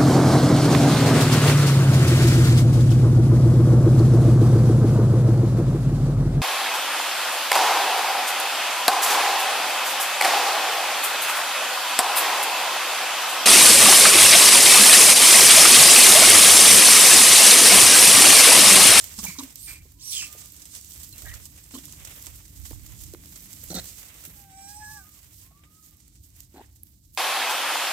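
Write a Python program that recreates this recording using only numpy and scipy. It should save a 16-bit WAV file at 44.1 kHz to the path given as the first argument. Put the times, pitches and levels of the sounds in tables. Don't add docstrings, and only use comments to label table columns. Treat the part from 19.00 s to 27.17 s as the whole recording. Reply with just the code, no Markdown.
import sys
import numpy as np
from scipy import signal
from scipy.fft import rfft, irfft
from scipy.io import wavfile

SR = 44100
rng = np.random.default_rng(int(sys.argv[2]) if len(sys.argv) > 2 else 0)


def elevation(decibels):
    levels = np.asarray(decibels, float)
    return 10 ** (levels / 20)


def digitize_waveform(pressure):
    field = np.atleast_2d(pressure).T
    bounded = np.clip(field, -1, 1)
    quanta = np.round(bounded * 32767).astype(np.int16)
    wavfile.write(sys.argv[1], SR, quanta)


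N = 360498

# (time [s], rustle level [dB], body level [dB])
SCRAMBLE = [(0, -56, -54.5), (.45, -59.5, -59), (.6, -59, -70), (.78, -60.5, -63.5), (.91, -64.5, -73.5),
            (1.3, -52.5, -58), (1.6, -55, -64), (1.9, -51, -63.5), (2.34, -52, -58.5), (2.5, -56, -66),
            (3.1, -54, -57.5), (3.5, -57, -66), (3.75, -53.5, -62), (4.29, -57, -65), (4.69, -48, -57.5),
            (5.0, -49.5, -59), (5.15, -58, -57.5), (5.47, -61.5, -64.5), (6.15, -60, -65.5),
            (6.65, -68.5, -71), (7.2, -70.5, -81), (7.45, -66, -82), (7.6, -66.5, -62.5),
            (7.75, -69, -78.5), (8.17, -70.5, -88)]
# (time of top [s], level [dB], time to rise 20 dB [s], hiss re rustle [dB])
SHUFFLES = [(0.02, -45, 0.4, -5), (.248, -41, 0.33, -2), (1.42, -49.5, .5, -6), (1.76, -46.5, 0.3, -11),
            (2.76, -48, 0.214, -1.5), (2.88, -51, 0.8979, -3), (3.18, -54.5, .5, 4),
            (3.26, -51, 0.2582, -4), (3.67, -48, 0.27, 0), (4.02, -48.5, 0.18, -1),
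            (4.37, -52, 0.5, 0.7377), (5.28, -53, 0.48, 2), (5.72, -52.5, 0.2409, -0.612),
            (5.93, -54.5, 0.5, 2.5), (6.369, -55.5, 0.26, 1), (6.79, -60.5, 0.44, 0.5),
            (7.05, -64, 1.1121, -6), (7.24, -59.5, 0.1, 2), (7.41, -59.5, 0.22, -1), (7.76, -60, 0.0332, 3),
            (7.87, -62.5, 0.1, 6), (8.17, -57.5, 0.071, 6)]
# (time [s], peak level [dB], hiss re rustle [dB], body re rustle [dB])
SCUFFS_AND_THUDS = [(0.1877, -17.5, -18, -13), (0.2366, -23, -3.5, -19), (0.283, -21, -8.5, -8.5),
                    (0.3909, -22.5, -9.5, -11.5), (0.432, -28, 0, -2.5), (0.5571, -29, -14, -25),
                    (1.107, -27, 4, -22.5), (1.3264, -30, 1.5, -15), (1.5631, -34.5, -4.5, -13.5),
                    (1.618, -28.5, -15, -19), (1.657, -31, -10, -13), (1.748, -29, -14.5, -16),
                    (2.1804, -35, 1, -18), (2.2185, -29.5, -5, -5), (2.313, -42, -5, 8.5),
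                    (2.3386, -30, -6.5, -7), (2.398, -47, -8, 9.5), (2.4545, -27.5, -5, -16.5),
                    (2.6316, -41, -11.5, -26), (2.708, -39.5, -5, 5.5), (2.744, -30, -5.5, -8),
                    (2.785, -32.5, -7, -2), (2.836, -45, -4, 9.5), (2.923, -35, -12, -12),
                    (3.049, -23.5, -9, -20), (3.072, -29, -5.5, -3), (3.266, -30, -10, -4),
                    (3.6518, -25.5, -12, -9), (4.3234, -39, -9.5, -3), (4.3563, -28, -6.5, -13),
                    (4.6365, -43, 16, -22.5), (4.7037, -28, -10.5, -20.5), (4.7495, -21, -1.5, -25),
                    (4.793, -23, -11.5, -9), (4.84, -36.5, -2, -6), (5.251, -36, 6.5, -2),
                    (6.635, -54.5, -6.5, 16)]
# (time [s], peak level [dB], part below the split re part above [dB])
SNAPS = [(0.0425, -20, -8), (0.2526, -16.5, -13), (0.5574, -26, -2.5), (1.3264, -31, -10.5),
         (1.458, -36, -0.5), (1.5215, -34, -4.5), (1.6552, -32.5, 1), (1.752, -33, 2.5), (1.812, -32.5, 1),
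         (1.847, -35, 2), (1.92, -34, 1.5), (1.978, -38.5, -3.5), (2.033, -28, -2.5), (2.092, -34, -9),
         (2.161, -35, -14), (2.181, -31, -7), (2.221, -34, -5), (2.258, -32.5, -5.5), (2.339, -34, 0),
         (2.351, -32, -7), (2.4546, -34.5, -3.5), (2.855, -29, -4.5), (3.05, -33, -1), (2.9241, -36, 2.5),
         (3.2256, -30, -2), (3.261, -29.5, 2), (3.268, -36, 3), (3.72, -37, -2.5), (4.119, -41, -8),
         (4.137, -31, -4), (4.3224, -36, -8.5), (4.6387, -29, -19), (4.7496, -25, -7), (4.996, -33, -9),
         (5.252, -28.5, -9), (6.91, -45, -6), (6.97, -46, -11), (7.08, -41.5, -9.5), (7.365, -40.5, -7.5),
         (7.4047, -32.5, -2.5), (7.8337, -25.5, -29), (8.1491, -33.5, -8.5)]
# (frequency [Hz], density [dB per Hz])
GRIT = [(1650, -76), (2800, -11.5), (6440, -3.5), (7550, -1), (8360, 0), (9380, -4.5), (12100, 5.5),
        (15300, 3.5), (15800, -5.5)]
# (frequency [Hz], density [dB per Hz])
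BODY = [(240, -12.5), (400, 6.5), (819, 4), (986, 5), (1580, 6), (2050, 10), (3000, 7.5), (3900, 4),
        (6600, -120)]
# (frequency [Hz], correlation [-1 to 1])
LIKENESS = [(60, 0.95), (180, 0.8724), (550, 0.6818), (1650, -0.1719), (4970, 0.2002), (15000, -0.14)]
# (time [s], rumble level [dB], drone level [dB])
RUMBLE = [(0, -48.5, -59.5), (.13, -56, -61.5), (.22, -47, -55), (.5, -58, -61), (.73, -50, -62.5),
          (1.3, -54.5, -61), (1.84, -58.5, -61.5), (2.0, -50, -59), (2.55, -55, -60.5), (2.9, -52, -58),
          (3.4, -49.5, -60), (3.8, -53, -55), (4.5, -52.5, -56.5), (4.78, -46.5, -58.5),
          (5.14, -60.5, -62.5), (5.35, -52.5, -59.5), (5.6, -57, -63), (5.9, -52, -60), (6.15, -57, -65),
          (7.2, -55.5, -65), (8.17, -59, -65.5)]
# (frequency [Hz], density [dB per Hz])
RUMBLE_TONE = [(15, -49.5), (25, -40), (45, 2.5), (64, 5.5), (85, 4), (124, -3), (150, -16), (200, -78),
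               (330, -120)]
# (frequency [Hz], density [dB per Hz])
DRONE_TONE = [(110, -5.5), (150, 4.5), (250, -4.5), (305, 1), (340, -9.5), (450, -21.5), (900, -29)]
# (frequency [Hz], density [dB per Hz])
AIR = [(3000, -25), (3900, 0), (5200, -2), (7500, -13), (12000, -20.5)]
# (time [s], length [s], top level [dB])
GUSTS = [(2.219, 0.23, -35.5), (2.996, 0.0772, -47.5), (3.25, 0.184, -46.5), (3.564, 0.16, -37.5),
         (3.694, 0.2, -35.5), (3.849, 0.35, -39)]
# (time [s], length [s], level [dB], first resonance
# [Hz], second resonance [Hz], second resonance gain [dB], roughness [0-1])
GRUNTS = [(0.182, 0.021, -34.5, 204.7, 1110, -5.5, 0.01), (0.23, 0.033, -35.5, 195.2, 930, 0.5861, 0.15),
          (0.277, 0.033, -36.5, 176.1, 1083, -7.5, 0.04), (0.383, 0.032, -32.5, 268.7, 1054, -1.5, 0.14),
          (0.423, 0.04146, -35.5, 267, 1093, -19.5, 0.12), (0.851, 0.01338, -53, 350.2, 905.2, -9, 0.75),
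          (1.347, 0.01676, -45.5, 409.6, 800.4, -12.5, 0.68), (2.232, 0.047, -48.5, 303, 636.9, 3, 0.55),
          (2.736, 0.028306, -33.5, 253.3, 1114, -7.5, 0.23), (2.771, 0.02, -36.5, 254, 1199, -23, 0.18),
          (3.268, 0.015, -49.5, 308.5, 1014, 0.7963, 0.72), (3.708, 0.0079, -40, 300.6, 828.8, -5.5, 0.8),
          (4.134, 0.013, -35, 334.7, 910, -19.5, 0.39), (4.701, 0.03, -30.5, 166.3, 656, -4, 0.39),
          (4.742, 0.052, -29, 180, 620, -1, .45), (5.273, 0.03118, -45.5, 164.9, 699.7, -14, 0.23),
          (6.508, 0.01613, -57.5, 677.6, 1193, -2.5, 0.76), (7.541, 0.02091, -42.5, 290, 815.6, 1.5, 0.9),
          (7.567, 0.035, -40, 287.2, 790, 0.3, 0.58), (7.605, 0.012, -42, 298.5, 840, -0.5, 0.9)]
# (frequency [Hz], width of each of two passes [Hz], relative gain [dB])
THROAT = [(1400, 210, -7.5), (1920, 209.5, -14), (4150, 703.5, 4.5), (5845, 631, -3.5), (7650, 860, 5)]
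# (time [s], length [s], frequency [Hz], level before PUFF_LIFT_DB [dB])
PUFFS = [(.187, 0.01366, 5400, -39), (.236, 0.01357, 6363, -32.5), (.281, 0.01203, 6012, -40.5),
         (0.386, 0.02164, 3701.4, -39.5), (0.386, 0.0172, 5018, -39), (0.384, 0.02076, 6171, -39),
         (2.738, 0.02493, 4242, -49), (2.74, 0.022, 3092, -51.5), (2.775, 0.01834, 3204, -47.5),
         (4.743, 0.0608, 4270, -40), (4.748, .05, 3750, -40.5), (4.745, .05, 480, -38),
         (4.743, .055, 6116, -39.5), (4.745, .05, 5400, -45), (4.7, 0.02406, 6000, -43),
         (.352, .016, 1068.5, -54.5), (4.787, 0.013674, 4070, -35), (4.745, 0.062, 1392.5, -47),
         (4.76, 0.04712, 1840, -46), (7.543, 0.0495, 1470, -59), (7.58, 0.074, 1651.6, -63)]
# (time [s], length [s], first pitch [Hz], top level [dB], share of length spent swelling)
SQUEAKS = [(.258, 0.21, 2290, -43.5, 0.0504), (0.664, 0.17734, 2365, -46.5, 0.11),
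           (1.101, 0.205, 2490, -48.5, 0.3547), (2.12, 0.11475, 2751, -62, 0.1494)]
SQUEAK_ROUGH = [0.692, 0.67, 0.46, 0.782, 0.74]
# (multiple, gain [dB])
SQUEAK_ORDERS = [(1, 2), (2, -8)]
# (time [s], pitch [Hz], level before partial gain [dB], roughness [1 = all noise])
SQUEALS = [
    [(.57, 3900, -59, 0.88), (.605, 3950, -51, .75), (.64, 4500, -48.5, 0.6), (.70, 4270, -47, 0.95),
     (.75, 4055, -56.5, 1.01), (.8, 3980, -72.5, 1.02)],
    [(.985, 1400, -68, 0.41), (1.005, 1801, -59, .7), (1.03, 2520, -51, 0.78), (1.047, 2870, -44, 0.46),
     (1.07, 2886, -44, 0.49), (1.10, 2847, -43.5, 0.58), (1.12, 2798, -38.5, 0.93), (1.15, 2750, -38, 1.01),
     (1.2, 2700, -42.5, 0.98), (1.25, 2601, -48, 1.03), (1.31, 2564, -84.5, 0.97)],
]
# (multiple, gain [dB])
SQUEAL_ORDERS = [
    [(1, -17), (2, 1.5), (3, 0.5)],
    [(1, -22), (2, 0), (3, -2), (4, -11), (5, -15)],
]
# (frequency [Hz], density [dB per Hz])
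SQUEAL_BREATH = [(2300, -11.5), (4500, -1), (6500, -3), (8200, 2), (9500, -3), (12500, -7), (15500, -6)]
# (time [s], centre [Hz], level before partial gain [dB], roughness [0-1])
HOARSE_CRIES = [
    [(.67, 2203, -58, 1), (.70, 1695, -53.5, 0.9), (.74, 1105, -65, 0.9)],
    [(1.217, 2105, -52, 1), (1.228, 1596, -47.5, 0.8), (1.242, 1050, -60, 0.9)],
]
# (time [s], length [s], top pitch [Hz], top level [dB], share of length spent swelling,
#            share of length where pitch tops, last pitch as share of top)
FAR_COOS = [(.95, 0.5356, 1220, -66, .8, 0.791, 0.9485), (5.77, 0.42, 1230, -64, 0.57, 0.77, 0.8548),
            (6.42, .56, 1270, -70, 0.28, .64, 0.9)]
# (time [s], frequency [Hz], level before partial gain [dB], roughness [1 = all noise])
GLIDES = [
    [(1.115, 3710, -53, .6), (1.13, 3620, -40, .5), (1.15, 3351, -41, .7), (1.18, 3150, -38.5, 0.4),
     (1.203, 3010, -40, 0.39), (1.217, 2561, -36.5, 0.26), (1.224, 2400, -52, 1)],
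    [(.995, 5871, -55, .5), (1.03, 9760, -58, .5), (1.047, 11500, -54, .5), (1.075, 11450, -50.5, .6),
     (1.1, 10140, -45.5, .5), (1.15, 9900, -48, .8)],
    [(1.1, 8700, -48, .7), (1.14, 8250, -40.5, .85), (1.185, 7700, -43, .9), (1.25, 7984, -49, .8)],
    [(1.15, 6760, -44.5, .8), (1.197, 6492, -39.5, 0.63), (1.25, 6333, -51, .9)],
    [(1.22, 2743, -48, 1.02), (1.235, 2700, -43.5, 1), (1.26, 2593, -47, 1.05), (1.28, 2527, -58, 1.01)],
    [(2.122, 4273, -62, 0.09), (2.132, 4187, -52.5, 0.08), (2.146, 3964, -59.5, .2)],
    [(2.25, 1878, -55.5, 0.61), (2.262, 1700, -53, 0.69), (2.277, 1457, -59, 0.49)],
    [(2.262, 1904, -56.5, .4), (2.275, 1869, -49.5, 0.35), (2.297, 1869, -49, 0.35),
     (2.312, 1900, -55.5, 0.62), (2.328, 2053, -56, 0.55), (2.337, 1645, -52, .8), (2.347, 1200, -62, .9)],
    [(2.28, 4347, -54, .3), (2.294, 3156, -50.5, 0.28), (2.303, 2855, -52.5, .4)],
]
# (multiple, gain [dB])
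GLIDE_ORDERS = [(1, 3), (2, -17)]
# (time [s], starting level [dB])
KNOCKS = [(2.882, -46), (2.935, -45.5), (3.051, -48), (3.072, -44), (3.245, -46), (3.27, -40), (3.711, -37),
          (3.731, -42), (4.148, -40), (4.237, -51), (7.571, -50), (7.579, -49), (7.613, -46)]
# (time [s], pitch [Hz], first partial level [dB], second partial re first [dB])
NEAR_COO = [(5.335, 837.3, -73, -7.5), (5.39, 810.6, -61, -14.5), (5.53, 766, -57.5, -13),
            (5.64, 791, -51, -14), (5.72, 818.8, -51, -7), (5.78, 840.6, -47.5, -33),
            (5.825, 850, -48.5, -1), (5.87, 836.6, -51.5, 3), (5.92, 857, -50, 2), (5.97, 842, -53.5, 7.5),
            (6.011, 764, -60, 2), (6.065, 715.3, -77, -6.5)]
# (frequency [Hz], gain [dB])
COO_MOUTH = [(2300, -4.5), (2550, -12.5), (3250, -28), (3900, -9), (4250, -6), (4650, -11), (5050, -0.5),
             (5350, -4), (5600, 3), (6150, 0), (6700, -11), (7100, -3), (7650, 8.5), (8350, 10),
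             (9100, -15.5)]
# (frequency [Hz], left minus right [dB])
LEFT_PORT = [(60, -2), (110, 0), (200, 0), (380, -1), (700, 2.5), (1290, 0.5), (2380, 0), (4400, -7),
             (6500, -10.5), (9500, -6), (13500, -8)]

SPLIT_HZ = 9440.3
HISS_DB, HISS_DB_PER_DB, USUAL_DB = -0.2377, -0.065, -57.5
SHUFFLE_FADE_RATIO, SHUFFLE_BODY_DB = 1.09, -12
TICKS_PER_S, TICK_GAIN, TICK_DECAY_S = 22, 0.7, 0.0024
SCUFF_T60_S, SCUFF_CREST_DB = 0.05173, 15
SNAP_T60_S, SNAP_CREST_DB = 0.006, 5.5
RUMBLE_WAVER_DB, DRONE_WAVER_DB, AIR_DB = 1.5, 1.0, -77.5
GUST_RISE_SHARE, GUST_EDGE_DB = 0.26, -18
LEAST_RASP_DB, RASP_FROM_DB, RASP_DB_PER_DB = -20, -38, 1.3473
BODY_EDGE_HZ, HOLD_SKEW = 156, 0.8
PUFF_WIDTH_HZ, PUFF_LIFT_DB = 390, 7.0
PUFFS_PER_S, PUFF_CHOP_NEPERS = 95, 2.262
SQUEAK_END_RATIO, SQUEAK_EDGE_DB, SQUEAK_SHOULDER_DB = 0.98, -24, -10.5
SQUEAL_BREATH_DB = 4
COO_START_RATIO, COO_EDGE_DB, COO_SHOULDER_DB = .79, -12.5, -3
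COO_END_ROUGH = 1.0
COO_TOP_DB, COO_TOP_DB_PER_DB, COO_FULL_DB = -59, 0.93, -50
COO_OPENS_S, COO_OPENS_DB_PER_S = 5.52, 150
KNOCK_T60_S, KNOCK_TOP_HZ = 0.011078, 1300
ECHO_T60_S, ECHO_DB, FAR_ECHO_DB = 0.44, -22, -13
CUTOFF_HZ = 15850


def rms_one(x):
    return x / np.sqrt(np.mean(x ** 2) + 1e-20)


def in_time(rows):
    s, *columns = np.transpose(rows)
    return [np.interp(np.arange(N) / SR, s, column) for column in columns]


def at_hz(points, hz):
    table_hz, values = np.transpose(points)
    return np.interp(np.log(hz), np.log(table_hz), values)


def add_at(out, s, sound):
    i = round(s * SR)
    out[..., i:i + sound.shape[-1]] += sound[..., :N - i]


def drift(rate_hz, size=N):
    r = np.exp(-2 * np.pi * rate_hz / SR)
    noise = rng.standard_normal(size + 9000)
    return rms_one(signal.lfilter([1], [1, -2 * r, r * r], noise)[9000:])


def resonance(x, hz, width_hz):
    r = np.exp(-np.pi * width_hz / SR)
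    poles = [1, -2 * r * np.cos(2 * np.pi * hz / SR), r * r]
    return signal.lfilter([(1 - r * r) / 2, 0, (r * r - 1) / 2], poles, x)


def narrow(x, hz, width_hz):
    y = resonance(resonance(x, hz, width_hz), hz, width_hz)
    return y / abs(y).max()


def butter(x, order, hz, kind="low"):
    return signal.sosfilt(signal.butter(order, hz, kind, fs=SR, output="sos"), x)


def coloured(spectrum):
    hz = np.maximum(np.fft.rfftfreq(N, 1 / SR), 1)
    octaves_inside = np.minimum(np.log2(hz / spectrum[0][0]), np.log2(spectrum[-1][0] / hz))
    edge_db = 40 * np.minimum(0, octaves_inside)
    mid, side = rfft(rng.standard_normal((2, N))) * elevation(at_hz(spectrum, hz) + edge_db)
    alike = np.clip(at_hz(LIKENESS, hz), -1, 1)
    ports = np.sqrt(1 + alike) * mid + np.sqrt(1 - alike) * side * [[1], [-1]]
    return rms_one(irfft(ports, N))


def swell(s, length, db, rise, edge_db, shoulder_db):
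    rise = np.clip(rise, .02, .9)
    shares = np.array([0, rise / 2, rise, (1 + rise) / 2, 1])
    return s + length * shares, db + np.array([edge_db, shoulder_db, 0, shoulder_db, edge_db])


def hold(t, length):
    return np.sin(np.pi * np.clip(t / length, 0, 1) ** HOLD_SKEW) ** .5


def voice(s, pitch_hz, levels_db, orders, rough, spread_hz):
    i, j = round(s[0] * SR), round(s[-1] * SR)
    size = j - i
    t = np.arange(i, j) / SR
    roughness = np.interp(t, s, rough)
    waver = 1 + (0.0019 + 0.0148 * roughness) * drift(18.3, size)
    phase = 2 * np.pi * np.cumsum(np.interp(t, s, pitch_hz) * waver) / SR
    shake = np.clip(roughness, 0, 1)
    fade = np.minimum(1, np.minimum(t - t[0], t[-1] - t) / 0.00273)
    out = np.zeros(N)
    for k, level_db in zip(orders, levels_db):
        clear = np.sin(k * phase)
        noisy = drift(spread_hz, size) * clear + drift(spread_hz, size) * np.cos(k * phase)
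        level = elevation(np.interp(t, s, level_db) + 2.1 * drift(13.7, size))
        out[i:j] += level * fade * (np.sqrt(2 - 2 * shake) * clear + np.sqrt(shake) * noisy)
    return out


def shrill(calls, orders, spread_hz):
    out = np.zeros(N)
    multiples, gains_db = np.transpose(orders)
    for call in calls:
        s, hz, db, rough = np.transpose(call)
        out += voice(s, hz, [db + gain_db for gain_db in gains_db], multiples, rough, spread_hz)
    return out


def rustle_levels():
    rustle_db, body_db = in_time(SCRAMBLE)
    hiss_db = rustle_db + HISS_DB + HISS_DB_PER_DB * (rustle_db - USUAL_DB)
    levels = elevation(np.array([rustle_db, hiss_db, body_db]))
    now = np.arange(N) / SR
    for s, db, rise_s, hiss_re_db in SHUFFLES:
        away = np.where(now < s, s - now, (now - s) / SHUFFLE_FADE_RATIO) / rise_s
        parts = elevation(np.array([[0], [hiss_re_db], [SHUFFLE_BODY_DB]]))
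        levels = np.maximum(levels, parts * elevation(db - 20 * away))
    return levels


def crackle():
    grains = (rng.random(N) < 250 / SR) * elevation(3.1 * np.minimum(rng.exponential(1, N), 4))
    ticks = (rng.random(N) < TICKS_PER_S / SR) * np.minimum(rng.exponential(1, N), 3)
    grit = signal.lfilter([1], [1, -np.exp(-1 / (0.00045 * SR))], grains)
    leaves = signal.lfilter([1], [1, -np.exp(-1 / (TICK_DECAY_S * SR))], ticks)
    return 1 + 0.36 * grit + TICK_GAIN * leaves


def scuffs_and_thuds(levels):
    t = np.arange(SR // 5) / SR
    for s, db, hiss_db, body_db in SCUFFS_AND_THUDS:
        contact = elevation(db - SCUFF_CREST_DB - 60 * t / SCUFF_T60_S) * np.minimum(1, t / 0.0023)
        add_at(levels, s, elevation(np.array([[0], [hiss_db], [body_db]])) * contact)


def snaps(levels):
    t = np.arange(SR // 5) / SR
    for s, db, low_db in SNAPS:
        snap = elevation(db - SNAP_CREST_DB - 60 * t / SNAP_T60_S)
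        add_at(levels[:2], s, elevation(np.array([[low_db], [0]])) * snap)


def scramble():
    flicker_db = 1.67 * drift(10.02) + np.array([1.3 * drift(28.85), 1.1 * drift(36), 2.16 * drift(15.0)])
    levels = crackle() * rustle_levels() * elevation(flicker_db)
    scuffs_and_thuds(levels)
    snaps(levels)
    rustle = rms_one(butter(coloured(GRIT), 6, SPLIT_HZ))
    hiss = rms_one(butter(coloured(GRIT), 6, SPLIT_HZ, "high"))
    return levels[0] * rustle + levels[1] * hiss + levels[2] * coloured(BODY)


def traffic():
    rumble_db, drone_db = in_time(RUMBLE)
    rumble = elevation(rumble_db + RUMBLE_WAVER_DB * drift(3.071)) * coloured(RUMBLE_TONE)
    return rumble + elevation(drone_db + DRONE_WAVER_DB * drift(5.027)) * coloured(DRONE_TONE)


def air():
    return elevation(AIR_DB) * coloured(AIR)


def gusts():
    level = np.zeros(N)
    for s, length, db in GUSTS:
        times, db = swell(s, length, db, GUST_RISE_SHARE, GUST_EDGE_DB, GUST_EDGE_DB / 3)
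        level += np.interp(np.arange(N) / SR, times, elevation(db), left=0, right=0)
    return level * coloured(RUMBLE_TONE) * [[0], [1]]


def grunts():
    out, t = np.zeros(N), np.arange(SR // 5) / SR
    for s, length, db, first_hz, second_hz, second_db, rough in GRUNTS:
        jitter, breath, second_breath = rng.standard_normal((3, len(t)))
        shake = np.clip(rough, 0, 1)
        rasp_db = LEAST_RASP_DB + RASP_DB_PER_DB * max(db - RASP_FROM_DB, 0)
        pulses_per_s = 50 + 110 * shake
        wander = 0.27502 * shake * np.cumsum(jitter) / np.sqrt(SR / pulses_per_s)
        cycle = (pulses_per_s * t + wander) % 1
        flow = np.sqrt(cycle) * np.exp(-cycle * 3.1) * (t < length) * np.exp(-t / length / 1.7075)
        push = 0.26 * hold(t, length) * np.exp(-t / length / 0.77)
        locked = push * (1 - shake) * np.sin(2 * np.pi * first_hz * t)
        first = narrow(locked + flow * 8.9 * shake * breath, first_hz, 265.0)
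        second = narrow(flow * (0.17 + t / length) * second_breath, second_hz, 360.0)
        rasp = sum(elevation(gain_db) * narrow(flow * breath, hz, width_hz) for hz, width_hz, gain_db in THROAT)
        body = butter(first + elevation(second_db) * second, 6, second_hz + BODY_EDGE_HZ)
        add_at(out, s, elevation(db) * (body + elevation(rasp_db) * rasp))
    return out


def breath_puffs():
    out, t = np.zeros(N), np.arange(SR // 5) / SR
    chop = np.exp(-PUFF_CHOP_NEPERS * (PUFFS_PER_S * t % 1))
    for s, length, hz, db in PUFFS:
        uneven = elevation(3.763 * drift(163.2, len(t)))
        breath = hold(t, length) * uneven * chop * rng.standard_normal(len(t))
        add_at(out, s, elevation(db + PUFF_LIFT_DB) * narrow(breath, hz, PUFF_WIDTH_HZ))
    return out


def squeaks():
    calls = []
    for start, length, hz, db, rise in SQUEAKS:
        s, level_db = swell(start, length, db, rise, SQUEAK_EDGE_DB, SQUEAK_SHOULDER_DB)
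        pitch_hz = np.interp(s, s[[0, -1]], [hz, hz * SQUEAK_END_RATIO])
        calls.append(np.transpose([s, pitch_hz, level_db, SQUEAK_ROUGH]))
    return shrill(calls, SQUEAK_ORDERS, spread_hz=271.5)


def squeals():
    return sum(shrill([call], orders, spread_hz=496) for call, orders in zip(SQUEALS, SQUEAL_ORDERS))


def squeal_breath():
    t, force = np.arange(N) / SR, np.zeros(N)
    for call in SQUEALS:
        s, hz, db, rough = np.transpose(call)
        force += np.interp(t, s, elevation(db + SQUEAL_BREATH_DB) * rough, left=0, right=0)
    return force * elevation(2.1 * drift(120)) * coloured(SQUEAL_BREATH)


def hoarse_cries():
    return shrill(HOARSE_CRIES, SQUEAK_ORDERS, spread_hz=550)


def far_coos():
    out = np.zeros(N)
    share = np.linspace(0, 1, num=15)
    for start, length, top_hz, db, rise, crest, end_ratio in FAR_COOS:
        climb = (1 - COO_START_RATIO) * abs(1 - share / crest) ** 1.5
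        droop = (1 - end_ratio) * ((share - crest) / (1 - crest)) ** 2
        pitch_hz = top_hz * (1 - np.where(share < crest, climb, droop))
        s = start + length * share
        level_db = np.interp(s, *swell(start, length, db, rise, COO_EDGE_DB, COO_SHOULDER_DB))
        rough = 0.0545 + COO_END_ROUGH * share ** 4.833
        out += voice(s, pitch_hz, [level_db], [1], rough, spread_hz=36)
    return out


def glides():
    return shrill(GLIDES, GLIDE_ORDERS, spread_hz=240)


def knocks():
    level, t = np.zeros(N), np.arange(SR // 20) / SR
    for s, db in KNOCKS:
        add_at(level, s, elevation(db - 60 * t / KNOCK_T60_S))
    return level * rms_one(butter(coloured(BODY), 2, KNOCK_TOP_HZ))


def near_coo():
    s, hz, db, second_db = np.transpose(NEAR_COO)
    top_orders = range(3, 12)
    opening_db = COO_OPENS_DB_PER_S * np.minimum(s - COO_OPENS_S, 0)
    top_db = COO_TOP_DB + COO_TOP_DB_PER_DB * np.minimum(db - COO_FULL_DB, 0) + opening_db
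    levels_db = [db, db + second_db] + [top_db + at_hz(COO_MOUTH, k * hz) for k in top_orders]
    return voice(s, hz, levels_db, [1, 2, *top_orders], np.full(len(s), 0.0376), spread_hz=23.15)


def echoes(x):
    t = np.arange(SR // 2) / SR
    tail = rng.standard_normal((2, len(t))) * elevation(-60 * t / ECHO_T60_S) * (t > .012)
    tail = signal.lfilter([.4], [1, -.6], tail)
    tail /= np.sqrt(np.sum(tail ** 2) / 2)
    return signal.fftconvolve(x[None], tail, axes=1)[:, :N]


def between_ports(x, lag_samples):
    return np.array([np.roll(x, lag_samples), x])


def scene():
    high = squeaks() + squeals() + hoarse_cries() + glides()
    near = grunts() + breath_puffs() + near_coo()
    far = far_coos()
    calls = between_ports(high, lag_samples=4) + between_ports(near, lag_samples=3) + far
    returns = echoes(elevation(ECHO_DB) * (high + near) + elevation(FAR_ECHO_DB) * far)
    ground = scramble() + knocks()
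    background = traffic() + gusts() + air()
    return calls + returns + squeal_breath() + ground + background


def roll_off(x):
    return signal.sosfilt(signal.butter(12, 16830, fs=SR, output="sos"), x)


def record(dry):
    hz = np.maximum(np.fft.rfftfreq(N, 1 / SR), 1)
    tilt_db = at_hz(LEFT_PORT, hz) / 2
    colour = elevation(np.array([tilt_db, -tilt_db])) * (hz < CUTOFF_HZ)
    mix = irfft(rfft(dry) * colour, N)
    return roll_off(mix)


dry = scene()
out = record(dry)
digitize_waveform(out)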